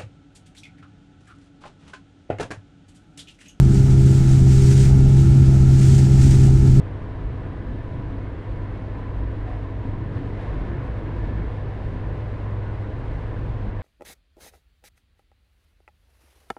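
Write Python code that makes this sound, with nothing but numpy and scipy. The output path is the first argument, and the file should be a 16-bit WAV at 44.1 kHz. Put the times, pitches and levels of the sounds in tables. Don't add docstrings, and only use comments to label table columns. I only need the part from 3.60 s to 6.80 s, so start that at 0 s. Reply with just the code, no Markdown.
import sys
import numpy as np
from scipy import signal
from scipy.fft import rfft, irfft, next_fast_len
from scipy.io import wavfile
from scipy.ndimage import uniform_filter1d, minimum_filter1d, map_coordinates

SR = 44100
rng = np.random.default_rng(int(sys.argv[2]) if len(sys.argv) > 2 else 0)


def gain_from_db(level_db):
    decades = np.asarray(level_db, float) / 20
    return 10 ** decades


def pcm_store(signal):
    levels = np.round(np.clip(np.atleast_2d(signal), -1, 1) * 32767)
    wavfile.write(sys.argv[1], SR, levels.astype(np.int16).T)


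N = 141120


def unit(x):
    return x / np.sqrt(np.mean(x ** 2) + 1e-20)


def curve(rows):
    seconds, values = np.transpose(rows)
    return np.interp(np.arange(N) / SR, seconds, values)


def wobble(rate):
    return map_coordinates(rng.standard_normal(400), [np.arange(N) * rate / SR], mode="wrap")


def coloured(x, spectrum):
    size = next_fast_len(N + 8192)
    hz, db = np.transpose(spectrum)
    log_hz = np.log(np.fft.rfftfreq(size, 1 / SR) + 1)
    gain = gain_from_db(np.interp(log_hz, np.log(hz + 1), db, right=-120))
    return unit(irfft(rfft(x, size) * gain, size)[:N])


def patchy(patchy_db):
    bins = signal.stft(rng.standard_normal(N + 512), nperseg=512)[2]
    field = uniform_filter1d(rng.standard_normal(bins.shape), size=6, axis=0)
    field = uniform_filter1d(field, size=8, axis=1)
    return signal.istft(bins * gain_from_db(patchy_db * unit(field)), nperseg=512)[1][:N]


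# (frequency [Hz], density [dB per Hz])
BUFFET_COLOUR = [(3, -18), (25, 0.5), (80, 0), (130, -4), (220, -12.5), (300, -17.5), (395, -20),
                 (425, -51)]
# (time [s], strength [dB])
GUSTS = [(0.0, -20.5), (0.07, -20.5), (0.81, -24.5), (0.87, -22.5), (1.18, -25), (1.37, -20), (1.67, -20.5),
         (1.79, -18.5), (1.83, -27.5), (3.2, -12.5)]
BUFFET_DB, GUST_FOLLOW, GUST_DB = -16.5, 0.35, 0.2
SQUEEZE, SQUEEZE_S = .5, .04


def wind():
    rumble = coloured(rng.standard_normal(N), BUFFET_COLOUR)
    span = int(SQUEEZE_S * SR)
    power = uniform_filter1d(uniform_filter1d(rumble ** 2, span), span)
    level = np.sqrt(np.abs(power) + .05)
    strength_db = curve(GUSTS)
    gust_db = GUST_FOLLOW * (strength_db - strength_db.mean()) + GUST_DB * wobble(7)
    return gain_from_db(BUFFET_DB) * unit(gain_from_db(gust_db) * rumble / level ** SQUEEZE)


# (frequency [Hz], width [Hz], level
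# [dB rms])
PANELS = [(79.9, 9.6, -26), (178.5, 7.9, -34.5), (231.7, 12, -39), (405, 25, -49), (1284, 30, -57.5)]
# (time [s], level [dB])
THUDS = [
    (.85, -39),
    (1.38, -27),
    (2.66, -19),
    (3.08, -30),
]
THUD_HZ, THUD_S = 266, .035


def panels():
    t = np.arange(N) / SR
    hum = 0
    for hz, width, db in PANELS:
        resonance = [(hz - 3 * width, -60), (hz - width / 2, -3), (hz, 0),
                     (hz + width / 2, -3), (hz + 3 * width, -60)]
        hum = hum + gain_from_db(db) * coloured(rng.standard_normal(N), resonance)
    swell = sum(gain_from_db(db) * np.exp(-((t - s) / THUD_S) ** 2) for s, db in THUDS)
    return hum + swell * np.sin(2 * np.pi * THUD_HZ * t + 0.27 * wobble(33))


# (frequency [Hz], gain [dB])
PORT = [(7500, -1), (9000, -6), (10300, -15), (11300, -21.5), (12300, -15), (13500, -21), (15000, -25),
        (16000, -20.5)]
# (frequency [Hz], density [dB per Hz])
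WAKE_COLOUR = [(1000, -29), (1800, -2.5), (2300, 0), (3000, -2), (7000, -1.5), (16000, -0.5)]
WAKE_DB = -44.5


def wake():
    hiss = coloured(coloured(patchy(patchy_db=0.77), WAKE_COLOUR), PORT)
    return gain_from_db(WAKE_DB + 0.33 * wobble(9.2) + 0.66 * wobble(45)) * hiss


DROPS_PER_S, DROP_DB = 1500, -14.5
DROP_HZ, DROP_SPREAD, DROP_CYCLES = 4450, .6, 3.2
DROP_SIZE_DB = 4.5


def drops(count):
    when, pitch, size = rng.uniform(0, 1, (count, 3)).T
    size = np.maximum(size, .03)
    hz = DROP_HZ * np.exp(DROP_SPREAD * 2 * (2 * pitch - 1))
    hz = np.clip(hz, 800, 14000)[:, None]
    k = np.arange(96)
    ring = np.sin(2 * np.pi * hz * k / SR) * np.exp(-k / SR * hz / DROP_CYCLES * 2)
    ring = ring * gain_from_db(-DROP_SIZE_DB * np.log(size))[:, None]
    at = (when * N).astype(int)[:, None] + k
    return unit(np.bincount(at.ravel(), ring.ravel(), N + 96)[:N])


# (frequency [Hz], density [dB per Hz])
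SPLASH_COLOUR = [(900, -26), (1400, -4), (2000, -2), (3400, -4.5), (5500, -1.5), (8000, 0.5), (16000, -2.5)]
# (crest time [s], rise [s], hold [s], fall [s], level [dB])
SLAPS = [(0.141, .06, .04, .06, -43), (0.302, .04, 0.023, 0.046, -48.5), (0.497, 0.14, .07, .08, -42),
         (0.708, 0.072, 0.058, 0.041, -41.5), (.91, 0.045, 0.029, 0.089, -40.5),
         (1.085, 0.21, 0.17, 0.054, -37), (1.56, 0.05, .04, 0.082, -45), (1.893, .06, 0.081, 0.15, -50.5),
         (2.234, 0.11, .15, 0.11, -37.5), (2.628, 0.099, 0.082, 0.19, -37.5),
         (2.813, 0.03, .03, .08, -44.5), (3.104, 0.097, 0.05, 0.069, -49)]
SLOPE_DB = 10


def splashes():
    t = np.arange(N) / SR
    power = 0
    for crest, rise, hold, fall, db in SLAPS:
        away = np.maximum((crest - t) / rise, (t - crest - hold) / fall)
        power = power + gain_from_db(db - SLOPE_DB * np.maximum(0, away)) ** 2
    grain = patchy(patchy_db=.7) + gain_from_db(DROP_DB) * drops(count=int(DROPS_PER_S * N / SR))
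    flutter_db = .6 * wobble(60) + 1.1 * wobble(150)
    return np.sqrt(power) * gain_from_db(flutter_db) * coloured(coloured(grain, SPLASH_COLOUR), PORT)


# (time [s], speed [Hz])
SPEED = [(0, 66.45), (.3, 66.4), (.6, 66.2), (.9, 65.92), (1.1, 66.2), (1.4, 66.72), (1.75, 66.6),
         (2.0, 66.3), (2.35, 66.17), (2.65, 66.35), (3.2, 66.0)]
# (shaft order, level [dB rms], unsteadiness [dB])
HULL_ORDERS = [(1, -23.5, -2.5), (2, -11.5, 0.85), (3, -27.5, 1.5), (4, -35, -1.5), (5, -31.5, 1),
               (6, -35, -2.5)]
# (shaft order, level [dB rms], unsteadiness [dB])
COWL_ORDERS = [(8, -63, 2), (10, -60, 2), (12, -60, 2), (13, -55.5, 2), (14, -60, 2), (15, -64.5, 2),
               (16, -68, 2), (18, -61, 1.5), (20, -59.5, 2), (21, -58.5, 2), (22, -65, 2), (24, -66, 2),
               (26, -61, 1.5), (33, -64, 2)]
# (frequency [Hz], density [dB per Hz])
ROAR_COLOUR = [(380, -30.5), (430, 1), (600, -3.5), (800, -0.5), (1110, -16.5), (1350, -7), (1700, -13.5),
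               (3000, -23.5)]
WANDER = .0006
SMEAR = np.pi / 2
ROAR_DB, ROAR_PULSE = -42, 0.26


def engine():
    shaft_hz = curve(SPEED) * (1 + WANDER * wobble(12))
    turn = 2 * np.pi * np.cumsum(shaft_hz) / SR + 3 * np.pi / 8
    hull = 0
    for order, db, sway_db in HULL_ORDERS:
        level = gain_from_db(db + 2.5 + sway_db * wobble(9))
        hull = hull - level * np.cos(round(order) * turn + SMEAR * round(order) ** 2)
    cowl = 0
    for order, db, sway_db in COWL_ORDERS:
        level = gain_from_db(db + 4.0 + 1.1 * sway_db * wobble(14))
        cowl = cowl + level * np.cos(order * turn + rng.uniform(0, 2 * np.pi))
    pulse = 0.25 * np.cos(turn) + 0.76 * np.cos(3 * turn) + 0.65 * np.cos(5 * turn)
    roar = coloured((1 + ROAR_PULSE * pulse) * patchy(patchy_db=1.3), ROAR_COLOUR)
    return hull + cowl + gain_from_db(ROAR_DB) * roar


def scene():
    return (wind() + panels() + wake() + splashes() + engine())[None]


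def top_cut(x):
    return signal.sosfilt(signal.butter(12, 15300, fs=SR, output="sos"), x)


CEILING_DB, HOLD_S = -3, 0.025


def record(dry):
    hold = int(HOLD_S * SR)
    need = np.minimum(1, gain_from_db(CEILING_DB) / (np.abs(dry) + 1e-9))
    gain = uniform_filter1d(minimum_filter1d(need, hold, axis=1), hold, axis=1)
    return top_cut(dry * gain)


dry = scene()
out = record(dry)
pcm_store(out)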